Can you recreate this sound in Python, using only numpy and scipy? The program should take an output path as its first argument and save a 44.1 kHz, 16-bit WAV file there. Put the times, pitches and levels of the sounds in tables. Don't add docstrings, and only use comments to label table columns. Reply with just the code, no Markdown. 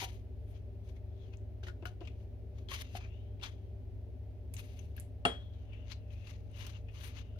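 import sys
import numpy as np
from scipy import signal
from scipy.fft import rfft, irfft
from scipy.io import wavfile
from scipy.ndimage import uniform_filter1d

SR = 44100
rng = np.random.default_rng(int(sys.argv[2]) if len(sys.argv) > 2 else 0)


def voltage_ratio(decibels):
    exponent = np.asarray(decibels, float) / 20
    return 10 ** exponent


def output_pcm(signal):
    pcm = np.clip(np.atleast_2d(signal).T, -1, 1) * 32767
    wavfile.write(sys.argv[1], SR, np.round(pcm).astype(np.int16))


N = 325899
TIME = np.arange(N) / SR
LEFT_LAG = 10


def unit(x):
    return x / np.sqrt(np.mean(x ** 2))


def colour(x, points):
    hz = np.log(np.maximum(np.arange(x.shape[-1] // 2 + 1) * SR / x.shape[-1], 1))
    f, db = np.transpose(points)
    gain = voltage_ratio(np.interp(hz, np.log(f), db, -200, -200))
    return irfft(rfft(x) * gain, x.shape[-1])


def pair(likeness):
    f, c = np.transpose(likeness)
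    hz = np.arange(N // 2 + 1) * SR / N
    c = np.clip(np.interp(np.log(hz + 1), np.log(f), c), 0, 1)
    mid, side = rfft(rng.standard_normal((2, N)))
    both = np.sqrt(1 + c) * mid + np.sqrt(1 - c) * side * np.array([[1], [-1]])
    return irfft(both, N) / np.sqrt(2)


def band(x, hz, width_hz, order=1):
    edges = [hz - width_hz / 2, hz + width_hz / 2]
    return signal.sosfilt(signal.butter(order, edges, "band", fs=SR, output="sos"), x)


def walk(rate):
    k = int(SR / rate)
    held = np.repeat(rng.standard_normal(N // k + 1), k)
    return uniform_filter1d(uniform_filter1d(held, k), k)[:N]


def pan(db):
    return voltage_ratio(np.array([db, -db]) / 2)


def add(out, s, sound):
    i = int(s * SR)
    out[:, i:i + sound.shape[1]] += sound[:, :N - i]


def fade(t, t60):
    return np.exp(-np.log(1000) * t / t60)


def steady(x, share):
    swings = np.abs(signal.hilbert(x))
    return unit(x / swings ** np.clip(share, 0, 1))


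# (frequency [Hz], width [Hz], level [dB])
ROOM_NOTES = [(58.1, 17.5, -60.5), (73.1, 11.3, -48.5), (254.4, 33.7, -66), (384, 27.8, -64),
              (453, 18, -72.5), (599.8, 51, -69)]
# (frequency [Hz], level [dB])
AIR_COLOUR = [(15, -6.5), (35, -6), (52, -3), (130, -6), (300, -16), (750, -22), (1100, -38.5), (2500, -37),
              (6500, -50.5), (7600, -57.5), (11000, -51), (16000, -53)]
# (frequency [Hz], likeness [0-1])
ROOM_LIKENESS = [(30, 0.84), (70, 0.94), (200, 0.64), (400, 0.86), (700, 0.48), (1300, 0.05), (16000, 0)]
# (time [s], level [dB])
DRONE_LEVEL = [
    (0, -1),
    (2.5, -0.5),
    (4.8, -1),
    (5.6, -9),
    (7.39, -5.5),
]
HUM_HZ, HUM_DB, HUM_PAN_DB = 101.2, -49, 3
SHAFT_HZ, SHAFT_DB, SHAFT_PAN_DB = 56.74, -51.5, -3
AIR_DB = -57


def fridge():
    hum_hz = HUM_HZ + 0.615 * walk(2.767) + 0.5 * walk(22)
    hum = np.sqrt(2) * np.sin(2 * np.pi * np.cumsum(hum_hz) / SR)
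    hum = hum * voltage_ratio(HUM_DB + 1.7 * walk(19) + 0.26 * walk(2.7))
    shaft_hz = SHAFT_HZ + 0.61 * walk(3.06) + 4.02 * walk(15)
    shaft = np.sqrt(2) * np.sin(2 * np.pi * np.cumsum(shaft_hz) / SR)
    shaft = shaft * voltage_ratio(SHAFT_DB + 1.5 * walk(6.6)) * pan(SHAFT_PAN_DB)[:, None]
    noise = pair(ROOM_LIKENESS)
    notes = [voltage_ratio(db) * unit(band(noise, hz, width, order=2)) for hz, width, db in ROOM_NOTES]
    notes[1] = voltage_ratio(ROOM_NOTES[1][2]) * steady(notes[1], 0.59)
    notes[3] = notes[3] * voltage_ratio(np.interp(TIME, *np.transpose(DRONE_LEVEL)))
    air = voltage_ratio(AIR_DB) * unit(colour(pair(ROOM_LIKENESS), AIR_COLOUR))
    return (hum + sum(notes)) * pan(HUM_PAN_DB)[:, None] + shaft + air


def contact(s, db, swell, fall):
    return db - 20 * np.where(TIME < s, (s - TIME) / swell, (TIME - s) / fall)


# (peak time [s], level [dB], swell [s per 20 dB], fade [s per 20 dB], sizzle [dB])
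BRUSH_SWIPES = [(.508, -76.5, 0.15, 0.08, 1.5), (.564, -64.5, 0.053, 0.042, -17),
                (.892, -66, 0.065, 0.035, -7), (.968, -75, 0.052, 0.031, -5),
                (1.222, -70.5, 0.12, 0.22, -20), (1.338, -57.5, 0.015, 0.02, -21),
                (2.21, -72.5, 0.05, .06, -9), (2.59, -64, 0.052, 0.073, -12),
                (3.008, -57, 0.039, 0.066, -26), (3.44, -39, 0.02, 0.053, -16),
                (5.42, -66, 0.072, 0.17, -32), (5.54, -75, 0.027, 0.46, -19),
                (5.742, -68.5, 0.097, 0.35, -44), (5.916, -53.5, 0.029, 0.032, -9),
                (6.13, -72.5, 0.037, 0.41, -8), (6.284, -58.5, 0.043, 0.096, -9.5),
                (6.628, -48, 0.078, 0.12, -11), (6.764, -55, 0.051, 0.022, -35),
                (6.96, -62, 0.043, 0.61, -32), (7.062, -55.5, 0.096, 0.085, 0),
                (7.186, -55, 0.044, 0.038, -14.5), (7.388, -75.5, 0.0062, 0.055, 0),
                (6.58, -80, 0.026, 0.12, 12), (3.05, -55.5, 0.032, 0.03, -26)]
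# (peak time [s], level [dB], swell [s per 20 dB], fade [s per 20 dB], sizzle [dB])
PAPER_RUSTLES = [(.002, -39, 0.012, 0.042, -13), (.05, -38.5, 0.11, 0.014, -9), (.08, -51.5, .03, 0.1, -10),
                 (1.635, -44, 0.0021, 0.029, -18), (1.671, -46.5, 0.0098, 0.035, -13),
                 (1.86, -46, 0.0059, 0.019, -12), (1.87, -56.5, 0.0058, 0.066, -11),
                 (2.012, -63, .004, 0.14, -20), (2.076, -57, .004, 0.025, -45),
                 (2.69, -51, 0.0031, 0.37, -20), (2.715, -41, 0.017, 0.096, -14.5),
                 (2.744, -43.5, 0.011, 0.03, -14), (2.822, -49, 0.041, 0.004, -4.5),
                 (2.89, -96, 0.028, 0.12, 10), (2.972, -43, 0.027, 0.011, -9),
                 (3.515, -70.5, 0.02, 0.29, -19), (4.54, -63, 0.0028, 0.017, 15),
                 (4.595, -48.5, 0.041, 0.029, -4), (4.64, -61.5, 0.058, 0.52, -6.5),
                 (4.978, -59.5, 0.024, 0.067, -23), (5.008, -74, 0.026, 0.083, 4)]
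SWIPE_BODY_DB, RUSTLE_BODY_DB = -4.5, -11
LIFT_S = 4.87


def touch():
    out = np.full((3, N), 1e-9)
    for table, body_db in ((BRUSH_SWIPES, SWIPE_BODY_DB), (PAPER_RUSTLES, RUSTLE_BODY_DB)):
        for s, db, swell, fall, sizzle_db in table:
            damped = 100 * np.clip(TIME - LIFT_S, 0, None) * (s < LIFT_S)
            part_db = np.array([[0], [sizzle_db], [body_db]])
            out += voltage_ratio(contact(s, db, swell, fall) - damped + part_db)
    return out


# (time [s], left minus right [dB], note of the hollow under it [Hz])
HAND_PATH = [(0, 8, 3056), (1.22, 19.5, 3450), (1.34, 10.5, 2600), (1.66, 0, 3075), (2.072, 15, 2790),
             (2.601, 8, 3360), (3.06, 6.5, 2440), (3.2, 19, 3000), (3.438, 10.5, 3290), (4.55, 8.5, 2607),
             (4.999, 14, 2760), (5.451, 11.5, 3370), (5.749, 18.5, 2700), (5.919, 26.5, 3000),
             (6.082, 24, 2565), (6.7, 14, 2922), (6.869, 14, 2600), (7.103, 17, 2893)]
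# (frequency [Hz], level [dB])
RUB_COLOUR = [(1000, -67), (1700, -14), (2130, -3.5), (2340, -2.5), (2930, -5), (3910, -6), (5420, -12),
              (6420, -8), (7600, -27.5), (9880, -62), (16700, -120)]
# (frequency [Hz], level [dB])
SIZZLE_COLOUR = [(7000, -22), (8300, 6), (11000, 12), (14500, 5), (16000, -6)]
# (frequency [Hz], level [dB])
BODY_COLOUR = [(500, -20), (750, -4), (1100, 1.5), (1700, -3), (2300, -25)]
# (peak time [s], level [dB], swell [s per 20
# dB], fade [s per 20 dB])
SLEEVE_RUBS = [
    (3.13, -71, .15, 0.21),
    (4.788, -71, 0.039, 0.049),
    (5.74, -65, 0.034, 0.03),
    (6.11, -76, 0.03, 0.13),
    (6.25, -69, 0.093, 0.081),
    (6.55, -66, 0.042, 0.12),
    (6.89, -60.5, 0.023, 0.052),
    (2.049, -75, .04, 0.034),
]


def strokes():
    s, *columns = np.transpose(HAND_PATH)
    side, hollow_hz = (np.interp(TIME, s, column) for column in columns)
    level, sizzle, body = touch()
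    clicks = (rng.random(N) < 400 / SR) * voltage_ratio(1.8 * rng.exponential(size=N)) * rng.standard_normal(N)
    hiss = pair([(500, 0.7), (3000, 0.6), (8000, 0.2)])
    slip = (hiss + 0.3 * unit(clicks)) * voltage_ratio(3 * walk(110))
    turn = 2 * np.pi * np.cumsum(hollow_hz) / SR
    slow = colour(rng.standard_normal((2, 2, N)), [(1, -5), (150, -8), (350, -18.5), (900, -18.5)])
    slow = slow + 0.52 * slow[:, :1]
    hollow = unit(slow[0] * np.cos(turn) + slow[1] * np.sin(turn))
    loud_db = 20 * np.log10(level) + 55.0
    bright_db = 20 * np.log10(sizzle / level) + 16.5
    share = np.clip(0.3 - 0.0058 * loud_db - 0.048 * bright_db, 0.12, 0.93)
    rub = np.sqrt(1 - share) * unit(colour(slip, RUB_COLOUR)) + np.sqrt(share) * hollow
    rub = level * rub * pan(side)
    rub = rub + sum(voltage_ratio(contact(*row)) for row in SLEEVE_RUBS) * hollow * pan(side)
    rub = rub + sizzle * voltage_ratio(2.2 * walk(40)) * unit(colour(slip, SIZZLE_COLOUR)) * pan(0.3 * side)
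    rub = rub + body * unit(colour(slip, BODY_COLOUR)) * pan(0.45 * side)
    return np.array([np.roll(rub[0], LEFT_LAG), rub[1]]) * voltage_ratio(-5.5)


# (time [s], peak level [dB], pitch [Hz], ring time to -60 dB [s], left minus right [dB])
TIN_KNOCKS = [(0.014, -43, 950, 0.17, 0), (0.022, -38.5, 769, 0.063, 5), (0.039, -33.5, 734, 0.026, 0),
              (1.632, -43, 378, 0.021, 0), (1.668, -51, 359.5, 0.17, -1), (1.824, -43, 337, 0.097, 5),
              (1.854, -49, 722, 0.094, 4), (2.011, -40, 338, 0.081, 2), (2.012, -48.5, 696, 0.06, 13),
              (2.715, -38, 1114, 0.039, 5), (2.95, -32.5, 728, 0.028, 7.5), (3.433, -53, 905, 0.05, -12),
              (6.92, -101, 252, 0.08, -1.0)]


def knocks():
    out, t = np.zeros((2, N)), TIME[:8000]
    for s, db, hz, t60, side_db in TIN_KNOCKS:
        ring = np.sin(2 * np.pi * hz * t)
        ring = ring + 0.12 * np.sin(2 * np.pi * hz * 1.9 * t) * fade(t, t60)
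        ring = ring + 0.35 * unit(band(rng.standard_normal(len(t)), 375, 560, order=2))
        push = 1 - np.exp(-t / 0.0018)
        add(out, s, ring * fade(t, t60) * push * voltage_ratio(db + 2.0) * pan(side_db)[:, None])
    return out


# (time [s], peak level [dB], pitch [Hz], ring time to -60 dB [s], left minus right [dB])
PAPER_SNAPS = [(0.888, -66, 6350, 0.013, 9), (1.371, -62, 6550, 0.012, 15), (2.928, -64, 6200, 0.013, 3),
               (2.9744, -77, 5660, 0.013, 5), (4.541, -41.5, 6820, 0.0088, -7),
               (4.542, -60, 8120, 0.09, -6), (4.586, -60, 10880, .05, -5), (4.792, -56.5, 6230, 0.032, 8),
               (4.79, -61.5, 11000, 0.044, 0), (4.567, -43.5, 6240, 0.022, 4),
               (4.9653, -45.5, 11900, 0.026, -0.5), (4.999, -37.5, 9450, 0.0085, -6),
               (5.005, -45, 10820, 0.015, -5), (4.5384, -41, 10100, 0.01, -3), (6.514, -66, 9760, 0.014, 8),
               (6.6665, -48, 5770, 0.0097, -8)]
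SNAP_SPREAD = 0.52


def snaps():
    out, t = np.zeros((2, N)), TIME[:4000]
    for s, db, hz, t60, side_db in PAPER_SNAPS:
        width_hz = min(hz * 0.3, SNAP_SPREAD / t60 ** 2)
        click = unit(band(rng.standard_normal((2, len(t))), hz, width_hz, order=2))
        add(out, s, click * fade(t, t60) * voltage_ratio(db - 1.5) * pan(side_db)[:, None])
    return out


# (time [s], peak level [dB], pitch [Hz], bright edge [dB])
TIN_TICKS = [(1.3463, -73, 2210, -17), (1.6312, -52, 1560, -32), (1.669, -45, 1830, -20),
             (1.683, -39.5, 1490, -22), (1.6975, -49.5, 1480, -33), (1.8237, -58, 2640, -22),
             (1.8549, -32, 1460, -11), (2.0069, -53.5, 2830, -16), (2.0517, -53, 2760, -25),
             (2.0731, -42, 2510, -19), (2.687, -42.5, 3365, -26), (2.7162, -39, 1950, -25),
             (2.8082, -44, 3650, -18), (2.8204, -60, 3360, -8.5), (2.9526, -42.5, 3100, -27),
             (2.9614, -49, 2360, -27), (3.396, -62, 2360, -30), (3.413, -52, 2760, -30),
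             (3.4286, -44, 3510, -25), (3.449, -39, 1990, -20), (3.516, -74, 3800, -25),
             (3.4335, -30.5, 3420, -32), (4.5382, -50, 2524, 7), (4.5659, -47.5, 2740, -32),
             (4.59, -54, 2497, -15), (4.7895, -52.5, 2680, -6), (4.964, -57, 2680, 0),
             (4.9784, -48.5, 1680, -10), (5.5348, -64.5, 3350, -20), (5.7325, -57, 2330, -33),
             (5.919, -41.5, 4060, -25), (5.925, -49, 4630, -27), (6.1055, -62, 2680, -39),
             (6.8855, -60, 2504, -30), (6.1275, -68, 2730, -30), (6.2716, -50, 2710, -20),
             (6.607, -48, 2960, -17), (6.6659, -41.5, 2820, -0.5), (6.9696, -53, 2930, -22),
             (7.0091, -46.5, 2878, -15), (7.166, -55, 2580, -15), (0.9652, -63, 2150, -20),
             (7.359, -68, 1440, -4)]
TICK_T60_S, TICK_SHORTER, TICK_PAN_DB, TICK_CENTRING = 0.048, 0.19, 11.5, 0.21


def ticks():
    out, t = np.zeros((2, N)), TIME[:6000]
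    lagged = t - np.array([[LEFT_LAG / SR], [0]])
    for s, db, hz, bright_db in TIN_TICKS:
        t60 = TICK_T60_S * voltage_ratio(-TICK_SHORTER * (db + 46.0))
        side_db = TICK_PAN_DB - TICK_CENTRING * (db + 38)
        crack = rng.standard_normal((3, len(t)))
        crack = np.array([crack[0], np.roll(crack[0], -LEFT_LAG)]) + 1.06 * crack[1:]
        ring = 1.37 * np.sin(2 * np.pi * hz * lagged) * fade(t, 3.6 * t60)
        ring = ring + 0.64 * unit(band(crack, hz, hz * 0.36, order=2))
        ring = ring + 0.56 * unit(band(crack, 2270, 3050, order=2))
        ring = ring * fade(t, t60) * pan(side_db)[:, None]
        edge = voltage_ratio(bright_db) * unit(band(crack, 11200, 9100, order=2)) * fade(t, 0.75 * t60)
        add(out, s, (ring + edge * pan(-0.97)[:, None]) * voltage_ratio(db - 8.5))
    return out


# (frequency [Hz], level [dB], ring time to -60 dB [s])
COUNTER_RINGS = [(251, -3, 0.15), (446.5, -7.5, 0.21), (690, 8, 0.068), (722, 2.5, 0.053),
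                 (586, -11, 0.058), (1170, -14, 0.14), (1339, -1, 0.086), (1770, 1, 0.034),
                 (2230, -26, 0.065), (2760, 9.5, 0.026), (2960, -16, 0.1), (185, -28, 0.14),
                 (4370, -13, 0.036), (825, -2, 0.05)]
# (frequency [Hz], level [dB], ring time to -60 dB [s])
GLASS_RINGS = [(3302, 0, .31), (3323, -10, .3), (7429, -23, .18), (8879, -14, .14)]
# (frequency [Hz], level [dB])
CRACK_COLOUR = [(88, -47), (150, -14.5), (716, -7.5), (998, -19.5), (1360, -13), (2400, -20.5), (3350, -16),
                (3700, -26), (9080, -48.5), (11300, -43), (12200, -75), (13200, -48), (16000, -53)]
CLANK_S, CLANK_DB, GLASS_DB = 5.2512, -25.5, -7
RISE_CYCLES = 2.14


def clank():
    ring, crack, t = np.zeros((2, N)), np.zeros((2, N)), TIME[:30000]
    rise = (1 - np.exp(-t / 0.001)) * voltage_ratio(CLANK_DB)
    glass = [(hz, db + GLASS_DB, t60) for hz, db, t60 in GLASS_RINGS]
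    for k, (hz, db, t60) in enumerate(list(COUNTER_RINGS) + glass):
        lag = np.array([[2 * np.pi * hz * LEFT_LAG / SR * (900 < hz < 6000)], [0]])
        swing = 1 - np.exp(-t * hz / RISE_CYCLES)
        tone = (-1) ** k * voltage_ratio(db) * np.sin(2 * np.pi * hz * t - lag)
        add(ring, CLANK_S, tone * fade(t, t60) * rise * swing)
    noise = rng.standard_normal((3, len(t)))
    noise = np.array([noise[0], np.roll(noise[0], -LEFT_LAG)]) + 0.82 * noise[1:]
    noise = unit(colour(noise, CRACK_COLOUR))
    blow = noise * (fade(t, 0.039) + voltage_ratio(-14.5) * fade(t, 0.29)) * voltage_ratio(5.5) * rise
    add(crack, CLANK_S, blow)
    add(crack, CLANK_S + 0.018, blow * voltage_ratio(-30))
    return ring, crack


KITCHEN_T60_S, KITCHEN_DB = 0.18, -10


def kitchen(x):
    t = TIME[:20000]
    noise = rng.standard_normal((2, len(t)))
    low = uniform_filter1d(noise, size=6)
    high = (noise - low) * 0.5
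    tail = low * fade(t, KITCHEN_T60_S) + high * fade(t, 1.15 * KITCHEN_T60_S)
    tail = tail * (t > 0.003)
    tail = tail / np.sqrt(np.sum(tail ** 2, axis=1, keepdims=True))
    return voltage_ratio(KITCHEN_DB) * signal.fftconvolve(x.mean(axis=0)[None], tail, axes=1)[:, :N]


# (frequency [Hz], gained left and lost right [dB])
PHONE_SHADOW = [(1, 4), (700, -1), (1200, 2.5), (5500, 3.5), (8000, 11), (22050, -8)]


def shade(x):
    hz, db = np.transpose(PHONE_SHADOW)
    left = colour(x[0], np.transpose([hz, db]))
    right = colour(x[1], np.transpose([hz, -db]))
    return np.array([left, right])


def scene():
    hum, brush = fridge(), strokes()
    near = knocks() + snaps() + ticks()
    ring, crack = clank()
    echo = kitchen(1.05 * near + crack + 0.072 * ring)
    return near + shade(ring + crack + echo) + brush + hum


def top_cut(x):
    return signal.sosfilt(signal.butter(12, 16460, fs=SR, output="sos"), x)


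def record(dry):
    mix = signal.sosfilt(signal.ellip(8, 0.1, 50, 15850, fs=SR, output="sos"), dry)
    return top_cut(mix)


dry = scene()
out = record(dry)
output_pcm(out)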